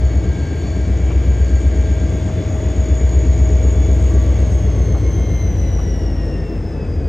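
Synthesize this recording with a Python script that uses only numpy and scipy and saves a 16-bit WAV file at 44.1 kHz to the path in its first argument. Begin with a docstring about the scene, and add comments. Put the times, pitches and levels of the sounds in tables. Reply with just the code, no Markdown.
"""Two coupled diesel locomotives pull a freight train over a crossing at night, some way from a phone.
At first their uneven exhausts throb and beat against each other under load, with gear and blower whine.
Wheels roar on the rails all along, as flickering noise, and four times knock over a joint.
After about four seconds the throttle closes: every engine pitch sags and the exhausts die away.
Near the end a low steady drone swells."""
import sys
import numpy as np
from scipy import signal
from scipy.fft import rfft, irfft
from scipy.io import wavfile
from scipy.ndimage import uniform_filter1d

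SR = 44100
rng = np.random.default_rng(int(sys.argv[2]) if len(sys.argv) > 2 else 0)


def master(y):
    """Save y as 16-bit WAV."""
    cut = np.clip(np.atleast_2d(y).T, -1, 1)
    pcm = np.round(cut * 32767)  # scale
    wavfile.write(sys.argv[1], SR, pcm.astype(np.int16))


N = 312228  # samples, 7.08 s

LEAD_CRANK, TRAIL_CRANK = -.030, -.040  # engine cycles at the start


def undb(db):
    """Decibels to an amplitude factor."""
    return 10 ** (np.asarray(db) / 20)


def level(x, db):
    """Scale a signal to an rms level in dB."""
    return x * undb(db) / np.sqrt(np.mean(x ** 2))


def curves(table):
    """Columns after the time column, as one value per sample."""
    s, *columns = np.transpose(table)
    return [np.interp(np.arange(N) / SR, s, c) for c in columns]


def curve(table):
    """The first column after the time column, as one value per sample."""
    return curves(table)[0]


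def along(table, x):
    """A table of (frequency or order, dB) read on a log axis."""
    return np.interp(np.log(x), np.log(np.array(table)[:, 0]), np.array(table)[:, 1])


def walk(rate):
    """Random levels held 1 / rate s and slewed twice; spread near 1."""
    hold = int(SR / rate)
    steps = np.repeat(rng.standard_normal(N // hold + 1), hold)
    slewed = uniform_filter1d(uniform_filter1d(steps, hold), hold)
    return 1.66 * slewed[:N]


def sine(hz):
    """A sine of moving pitch; rms 1."""
    return np.sqrt(2) * np.sin(2 * np.pi * np.cumsum(hz) / SR)


def smooth_noise(width_hz):
    """Complex noise that wanders within a band around zero."""
    sos = signal.butter(2, width_hz / 2, fs=SR, output="sos")
    re, im = signal.sosfilt(sos, rng.standard_normal((2, N)))
    return level(re, 0) + 1j * level(im, 0)


def smear(hz, width_hz):
    """A band of noise around a moving centre; rms near 1."""
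    return (smooth_noise(width_hz) * np.exp(2j * np.pi * np.cumsum(hz) / SR)).real


def tone(hz, db, waver_db, skirt_db, skirt_share, rate=12.0):
    """A wavering sine; its scattered echoes come back lower, as a skirt of noise just under it."""
    clean = undb(waver_db * walk(rate)) * sine(hz)
    skirt = smear((1 - skirt_share / 2) * hz, skirt_share * hz[0])
    return undb(db) * clean + undb(skirt_db) * skirt


def colour(spectrum, flicker_db, rate, count):
    """Noise of a given spectrum, cut in bands that each flicker alone; rms 1."""
    hz = np.fft.rfftfreq(N, 1 / SR).clip(1)
    full = rfft(rng.standard_normal(N)) * undb(along(spectrum, hz))
    edges = np.geomspace(spectrum[0][0], spectrum[-1][0], count + 1)
    total = 0
    for low, high in zip(edges, edges[1:]):
        band = irfft(full * (hz >= low) * (hz < high), N)
        total = total + band * undb(flicker_db * walk(rate))
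    return level(total, 0)


def exhaust(hz, load, cylinders, crank, upper, throb_db):
    """Unequal cylinders repeat once a cycle; the silencer passes mostly the middle orders of that pattern."""
    # what the silencer passes: order (per engine cycle), gain_db
    silencer = [(5, -28), (6, -19.5), (7, -15.5), (8, 2), (15, 4)]
    # with the fuel cut two orders linger above the rest: time_s, order_8_db, order_13_db
    linger = [(0, -0.5, -1), (5.4, 1, 0), (5.8, 3.5, 3.5), (6.2, 4.5, 11), (6.6, 3, 3), (7.08, 11, 11.5)]
    # upper orders against the exhaust: time_s, level_db
    upper_level = [(0, -1.5), (1, -3), (2, -2), (3, -0.9), (3.9, -1), (4.4, 0), (4.8, 4), (5.5, 2.5),
                   (6.2, 1.5), (7.08, 1.5)]
    pipe_spread_orders = 11  # the pipe delays the edge by one cycle over this many orders

    load_db, bright_db = curves(load)
    linger_db = dict(zip((8, 13), curves(linger)))
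    turn = np.exp(2j * np.pi * (crank + np.cumsum(hz) / SR))
    pattern = np.fft.fft(cylinders)
    pattern = pattern * np.sqrt(2 / np.sum(np.abs(pattern[8:]) ** 2))

    body, spin = 0, turn ** 4
    for order in range(5, 16):
        spin = spin * turn
        gain_db = along(silencer, order) + bright_db * max(order - 8, 0) + linger_db.get(order, 0)
        body = body + undb(gain_db) * (pattern[order] * spin).real

    edge = 0  # the sharp edge of each puff
    for order, order_db in enumerate(upper, 16):
        spin = spin * turn
        pipe_delay = np.exp(-1j * np.pi * order ** 2 / pipe_spread_orders)
        edge = edge + undb(order_db) * (spin * pipe_delay).real
    edge_db = curve(upper_level) + throb_db + .5 * walk(6)
    return undb(load_db) * (body + undb(edge_db) * edge)


def throb(hz):
    """Level swing in dB of what the trailing engine shakes, repeating once an engine cycle."""
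    # swing in sixteenths of the cycle: swing_db
    cycle_swing = [2, 2, 3.5, 2.5, -2, .5, 0, -1.5, -4, -3, -4, -3, -1.5, 0, 0, 1]
    # how much of the swing is heard: time_s, share (0-1)
    swing_depth = [(0, 0.76), (5.4, 0.94), (6, 0.21), (7.08, .3)]
    turn = TRAIL_CRANK + np.cumsum(hz) / SR
    return curve(swing_depth) * np.interp(turn, (np.arange(16) + .5) / 16, cycle_swing, period=1)


def engines(lead_hz, trail_hz, throb_db):
    """Two exhausts of slightly different speed beat against each other."""
    # each cylinder's puff against the mean, in firing order: puff (share of the largest)
    lead_cylinders = [-0.09, -0.39, -0.12, 0.2, -0.06, -0.6, 0.62, -0.73, 1.0, -0.26, 0.25, -0.2, 0.18,
                      0.37, 0.24, -0.41]
    trail_cylinders = [0.61, -0.33, 0.0, -0.32, 1.0, -0.97, 0.53, -0.13, 0.02, -0.35, 0.58, -0.5, -0.02,
                       -0.05, -0.36, 0.29]
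    # each exhaust holds under load, then dies away: time_s, level_db, brightness_db_per_order
    lead_load = [(0, -16, -0.7), (1.399, -20.5, -1), (2.1, -18, -1), (3.5, -19, -0.54), (4.8, -17.5, -0.84),
                 (6.1, -30.5, 0.14), (7.08, -42.5, 4)]
    trail_load = [(0, -19.5, -4.5), (.7, -16, -1.5), (4.199, -16.5, -0.83), (4.7, -29, 2.5), (5.6, -25, 2),
                  (6.6, -27.5, -2), (7.08, -37, 4.5)]
    # the sharp edge of each puff: order (per engine cycle), lead_db, trail_db
    upper_orders = [(16, -15, -17), (17, -16, -20), (18, -20, -18), (19, -28, -27), (20, -19, -30),
                    (21, -26, -20), (22, -22, -22), (23, -26, -19), (24, -19, -21), (25, -23, -24),
                    (26, -28, -23), (27, -27, -25), (28, -41, -31), (29, -28, -35), (30, -26, -39),
                    (31, -31, -28), (32, -36, -24), (33, -30, -26), (34, -31, -24), (35, -30, -27),
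                    (36, -27, -37), (37, -32, -26), (38, -32, -28), (39, -36, -26), (40, -36, -23),
                    (41, -32, -22), (42, -29, -23), (43, -39, -23), (44, -39, -31), (45, -42, -39),
                    (46, -36, -35), (47, -31, -32), (48, -38, -29), (49, -38, -35), (50, -36, -29),
                    (51, -37, -38), (52, -34, -35), (53, -34, -22), (54, -33, -39), (55, -36, -42),
                    (56, -35, -28), (57, -39, -35), (58, -27, -41)]
    _, lead_upper, trail_upper = np.transpose(upper_orders)
    lead = exhaust(lead_hz, lead_load, lead_cylinders, LEAD_CRANK, lead_upper, 0)
    trail = exhaust(trail_hz, trail_load, trail_cylinders, TRAIL_CRANK, trail_upper, throb_db)
    return lead + trail


def geared_speed(hz):
    """The geared whines start to sag ahead of the exhaust."""
    # speed against the engine's: time_s, ratio
    sag = [(0, 1), (3, .999), (3.7, .996), (4.2, .988), (4.5, .986), (4.75, .991), (5.3, .999), (5.8, .996),
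           (6.3, .99), (7.08, .99)]
    return hz * curve(sag)


def shaft_tones(hz, geared):
    """Hum, fan, pump and whistles turn at fixed multiples of the engine cycle."""
    # level of each whine: time_s, level_db
    hum_level = [(0.0, -39.5), (0.5, -48), (0.75, -40), (1.35, -45), (1.5, -39), (2.1, -36.5), (3.1, -36),
                 (3.45, -33), (4.15, -40), (4.5, -37.5), (5.15, -52), (5.45, -60), (5.55, -42), (5.65, -35),
                 (5.85, -54), (5.95, -46), (6.1, -67), (6.25, -37), (6.35, -45), (7.05, -49.5)]
    fan_level = [(0, -51), (.2, -51), (.35, -45), (.7, -48), (1.1, -54), (1.4, -47), (1.8, -47), (2.3, -51),
                 (2.65, -59), (2.9, -53), (3.15, -53), (3.4, -59), (3.9, -55), (4.35, -53), (4.65, -62),
                 (5.1, -57), (5.5, -70), (7.08, -75)]
    pump_level = [(0, -53), (.25, -50), (.85, -51), (1.05, -56), (1.4, -55), (1.6, -60), (1.9, -55),
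                  (2.3, -61), (2.75, -57), (3.05, -54), (3.65, -53), (4.45, -62), (4.9, -57), (5.1, -64),
                  (7.08, -76)]
    whistle_level = [(0, -55), (.3, -60), (.5, -54), (.7, -54), (1, -66), (1.5, -56), (1.8, -60),
                     (2.15, -66), (3.5, -64), (4.4, -64), (4.7, -64), (4.95, -58), (5.12, -66), (5.25, -58),
                     (5.42, -55), (5.55, -67), (5.7, -61), (5.95, -72), (7.08, -78)]
    upper_whistle_level = [(0, -62), (1, -69), (1.6, -69.5), (2.8, -64), (3.8, -65), (4.4, -74),
                           (7.08, -91)]
    fan, pump, whistle = curve(fan_level), curve(pump_level), curve(whistle_level)
    # the multiples are whines per engine cycle
    out = tone(79 * hz, curve(hum_level), 1.2, -51.5, .12)
    out = out + tone(201.5 * hz, fan, 0.71, fan - 6, .02, rate=30.)
    out = out + tone(282 * hz, pump, 1.3, pump - 9, 0.03, rate=21.0)
    out = out + tone(560 * geared, whistle, 2.0, whistle - 3, 0.012, rate=30.)
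    return out + undb(curve(upper_whistle_level)) * smear(632 * hz, 25.)


def gear_mesh(geared):
    """The gear mesh tone and three overtones, swelling and fading as they travel to the phone."""
    # level of the mesh tone and its overtones: time_s, level_db
    mesh_level = [(0, -63), (1.55, -63), (2.55, -58), (3.1, -63), (3.3, -58), (3.75, -59), (4.15, -50),
                  (4.5, -57), (4.8, -52), (4.95, -60), (5.1, -49), (5.2, -62), (5.5, -56), (5.7, -65),
                  (6, -57), (6.2, -65), (6.65, -56), (7.08, -60)]
    twice_level = [(0, -57), (.5, -54), (1.55, -49), (1.9, -51), (2.1, -61), (2.7, -59), (2.85, -51),
                   (3.4, -58), (3.9, -52), (4.3, -58), (4.9, -66), (5.05, -47), (5.15, -55), (5.3, -45),
                   (5.45, -47), (5.55, -54), (5.8, -57), (5.95, -50), (6.05, -58), (6.15, -50), (6.33, -47),
                   (6.6, -62), (6.75, -51), (6.9, -63), (7.08, -52)]
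    thrice_level = [(0, -62), (.3, -66), (.65, -56), (.9, -65), (1.7, -63), (1.9, -58), (2.2, -55),
                    (2.4, -58), (2.6, -55), (2.8, -57), (2.9, -52), (3.1, -61), (3.5, -60), (3.8, -51),
                    (4.1, -64), (4.4, -57), (4.5, -60), (4.72, -54), (4.8, -62), (4.93, -55), (5.1, -63),
                    (5.15, -51), (5.35, -52), (5.4, -61), (5.5, -55), (5.58, -67), (5.77, -54), (5.86, -56),
                    (5.92, -51), (5.99, -55), (6.05, -48), (6.15, -62), (6.2, -53), (6.25, -61),
                    (6.34, -51), (6.4, -61), (6.48, -53), (6.6, -64), (6.7, -58), (6.75, -64), (6.85, -55),
                    (7, -60), (7.08, -56)]
    fourfold_level = [(0.0, -72), (1.2, -65), (2.75, -72), (3.4, -68), (4.25, -72), (4.4, -67), (5.25, -72),
                      (5.4, -66), (5.6, -63), (5.7, -57), (5.78, -66), (5.95, -63), (6.1, -72), (7.05, -70)]
    mesh_hz = 145.5 * geared  # mesh tones per engine cycle
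    mesh, fourfold = curve(mesh_level), curve(fourfold_level)
    out = tone(mesh_hz, mesh, 2.2, mesh - 6.5, 0.067, rate=24.0)
    out = out + tone(2 * mesh_hz, curve(twice_level), 2.3, -55.5, .22, rate=36.)
    out = out + tone(3 * mesh_hz, curve(thrice_level), 2.6, -60, .1, rate=30.)
    return out + tone(4 * mesh_hz, fourfold, 2.2, fourfold - 8, .02, rate=30.)


def blower(geared):
    """Turbulence smears the blade tone: a narrow core, a wide skirt, a clean line, two faint overtones."""
    # blade hiss that the core, tone and skirt follow: time_s, level_db
    blade_level = [(0, -50), (1.1, -49.5), (1.65, -46), (2.35, -48.5), (3.5, -43.5), (4.5, -46.5),
                   (5.7, -42.5), (6.15, -43), (6.4, -53), (7.08, -54.5)]
    # clean blade tone inside the hiss: time_s, level_db
    line_level = [(0, -60), (.9, -56), (1.7, -52), (2.25, -59), (2.6, -52), (2.95, -47), (3.4, -47),
                  (3.7, -49), (4.2, -50), (4.5, -58), (7.08, -66)]
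    # overtones of the hiss: time_s, level_db
    twice_blade_level = [(0, -81.5), (4.4, -87), (4.9, -70), (5.4, -62.5), (6, -69.5), (6.6, -79),
                         (7.08, -91)]
    thrice_blade_level = [(0, -110), (5.6, -100), (6.3, -90), (6.55, -73), (6.8, -80), (7.08, -90)]
    blade_order, line_order, firing_order = 853, 855, 8  # per engine cycle
    skirt_fade_db = 39  # how far the skirt would sink if the blower slowed to a stop

    blade_hz = blade_order * geared
    blades = curve(blade_level)
    core = undb(blades - 1.5 + 1.3 * walk(40.)) * smear(.992 * blade_hz, 125)
    skirt_db = blades - 6 - skirt_fade_db * (1 - geared / geared.max())
    skirted_tone = tone(blade_hz, blades - 14, 5.3, skirt_db, 0.055, rate=41.0)

    flutter = 1 + .55 * np.sin(2 * np.pi * np.cumsum(firing_order * geared) / SR)
    line_db = curve(line_level) + 0.75 * walk(14.)
    line = undb(line_db) * flutter * sine(line_order * geared)

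    twice = undb(curve(twice_blade_level)) * smear(1.97 * blade_hz, 400.)
    thrice = undb(curve(thrice_blade_level)) * smear(2.96 * blade_hz, 300.)
    return core + skirted_tone + line + twice + thrice


def rolling(throb_db):
    """Four layers of flickering noise from the rolling train, the low two throbbing with the engine, and above
    them a faint flickering top noise."""
    # levels of the layers: time_s, thud_db, rumble_db, roar_db, hiss_db, top_db
    roll_levels = [(0, -36, -29, -40.5, -44.5, -64.5), (.73, -30.5, -29, -40.5, -44.5, -60.5),
                   (1.73, -31, -28, -40.5, -44, -61), (3, -33.5, -27.5, -39.5, -44, -58.5),
                   (4.47, -35.5, -25, -39.5, -43.5, -56.5), (4.83, -33, -26, -40.5, -46, -59.5),
                   (5.6, -24, -28, -40.5, -47.5, -61), (6.2, -28, -27, -40.5, -49, -62.5),
                   (7.08, -26.5, -29, -44, -52.5, -66.5)]
    # spectrum of each layer, before levelling: frequency_hz, density_db (per Hz)
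    thud_spectrum = [(25, -33), (45, 0.5), (70, -3), (110, -2.5), (170, -2.5), (240, -13.5), (320, -41)]
    rumble_spectrum = [(20, -35.5), (40, -15.5), (60, -13), (100, -18.5), (135, -12), (155, -15),
                       (175, -14), (240, -15), (325, -10), (365, -16), (420, -13.5), (540, -19.5),
                       (700, -28.5), (900, -61)]
    roar_spectrum = [(350, -20.5), (600, -4.5), (648, 0.5), (766, -3.5), (1030, -10), (1160, -11),
                     (1320, -14), (1570, -13.5), (1880, -14.5), (2040, -13.5), (2500, -49), (3250, -52.5),
                     (5500, -120)]
    hiss_spectrum = [(1290, -11), (2200, -2.5), (2320, -7), (2440, -7), (3380, -9.5), (4210, -15),
                     (4480, -14), (6010, -15.5), (6400, -14), (8320, -24.5), (14100, -120)]
    # faint top noise, with narrow gaps near 10 and 14 kHz: frequency_hz, density_db (per Hz)
    top_spectrum = [(5000, -13), (6000, -2.5), (7000, -8), (8000, -7), (9000, -9.5), (9600, -14),
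                    (10200, -48.5), (10900, -17), (12000, -13), (13300, -17), (13800, -47), (15500, -57.5)]
    thud, rumble, roar, hiss, top = curves(roll_levels)
    out = undb(thud + throb_db) * colour(thud_spectrum, 0.54, 15, count=4)
    out = out + undb(rumble + 0.45 * throb_db) * colour(rumble_spectrum, 0.9, 19, count=10)
    out = out + undb(roar) * colour(roar_spectrum, 0.28, 10, count=6)
    out = out + undb(hiss) * colour(hiss_spectrum, 0.47, 16, count=5)
    return out + undb(top) * colour(top_spectrum, 2.0, 35, count=4)


def joints():
    """Each wheel clatters briefly on the joint and rings the modes of rail and wheel."""
    # short soft clatters: start_s, length_s, level_db, brightness_db_per_octave
    joint_knocks = [(1.101, .016, -35, 3), (2.275, .022, -37, -2), (4.940, .026, -31, -4),
                    (5.784, .018, -34, -2)]
    # modes of rail and wheel: frequency_hz, below_strongest_db, t60_s
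    joint_modes = [(560, 2, .016), (760, 1, .012), (980, 2, .01), (1200, 2, .01), (1600, 12, .008),
                   (2100, 13, .007), (3000, 12, .006)]
    rise_s, t60_s = .004, .05  # of the clatter itself
    age = np.arange(SR // 8) / SR
    out = np.zeros(N)
    for start_s, length_s, db, tilt_db in joint_knocks:
        ring = 0
        for k, (hz, below_db, mode_t60_s) in enumerate(joint_modes):
            mode_db = tilt_db * np.log2(hz / 1000) - below_db - 60 * age / mode_t60_s
            ring = ring + (-1) ** k * undb(mode_db) * np.sin(2 * np.pi * hz * age)
        push = np.minimum(age / rise_s, 1) * undb(-60 * np.maximum(age - length_s, 0) / t60_s)
        grit = rng.standard_normal(len(age))
        knock = signal.fftconvolve(push * grit, ring / np.linalg.norm(ring))[:len(age)]
        start = int(start_s * SR)
        out[start:start + len(age)] += undb(db) * knock
    return out


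def drone():
    """A low steady tone that swells near the end."""
    # time_s, pitch_hz, level_db
    drone_swell = [(0, 88, -70), (6.3, 88, -60), (6.7, 89, -30), (6.95, 88, -22), (7.08, 88, -21)]
    hz, db = curves(drone_swell)
    return undb(db) * sine(hz)


def scattered(train):
    """The share of the sound that differs between the ports, through a noise tail falling 60 dB in 80 ms."""
    # side share against the direct sound: frequency_hz, share_db
    diffuse = [(60, -47), (300, -29.5), (900, -12.5), (1600, -11), (2300, -32), (3800, -5.5), (6400, -46.5),
               (9000, -1.5), (14000, 1)]
    size = int(.08 * SR)
    tail = rng.standard_normal(size) * undb(-60 * np.arange(size) / size)
    tail = level(tail, 0) / np.sqrt(size)  # unit energy
    hz = np.fft.rfftfreq(N, 1 / SR).clip(1)
    return irfft(rfft(train) * rfft(tail, N) * undb(along(diffuse, hz)), N)


def scene():
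    """All comes from afar as nearly one wave; a scattered share differs between the ports."""
    # engine speeds, nearly steady until the throttle closes: time_s, lead_hz, trail_hz (cycles a second)
    speed = [(0.0, 8.075, 7.948), (0.7, 8.05, 7.989), (1.4, 8.04, 7.966), (2.1, 8.024, 7.966),
             (2.8, 8.028, 7.964), (3.5, 8.012, 7.958), (4.1, 7.952, 7.966), (4.35, 7.941, 7.964),
             (4.7, 7.716, 7.738), (5.1, 7.452, 7.433), (5.6, 7.102, 7.081), (6.1, 6.628, 6.602),
             (6.6, 6.222, 6.192), (7.08, 5.697, 5.742)]
    lead_hz, trail_hz = curves(speed)
    throb_db = throb(trail_hz)
    geared = geared_speed(trail_hz)
    train = engines(lead_hz, trail_hz, throb_db)
    train = train + shaft_tones(trail_hz, geared) + gear_mesh(geared) + blower(geared)
    train = train + rolling(throb_db) + joints() + drone()
    side = scattered(train)
    return np.array([train + side, train - side])


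def record(dry):
    """The phone's two ports differ in gain and phase; the loudest beats are rounded and the top is cut."""
    # left port minus right: frequency_hz, difference_db
    ports_gain = [(60, 1.5), (140, 1.8), (200, 2.4), (400, 1), (565, 2.2), (880, 6), (1600, 1.3), (2300, 0),
                  (7500, 0)]
    # left port leads right: frequency_hz, lead_rad
    ports_phase = [(0, .1), (200, .12), (280, .02), (690, .33), (1120, -.2), (1700, -.25), (3270, .65),
                   (4500, .42), (6400, .06), (9000, 0)]
    hz = np.fft.rfftfreq(N, 1 / SR)
    half_gain = undb(along(ports_gain, hz.clip(1)) / 2)
    half = half_gain * np.exp(.5j * np.interp(hz, *np.transpose(ports_phase)))
    ports = irfft(rfft(dry) * np.array([half, 1 / half]), N)
    rounded = 1.3 * np.tanh(ports / 1.3)
    top_cut = signal.ellip(8, .2, 70, 15700, fs=SR, output="sos")  # low-pass at 15.7 kHz
    return signal.sosfilt(top_cut, rounded)


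dry = scene()
out = record(dry)
master(out)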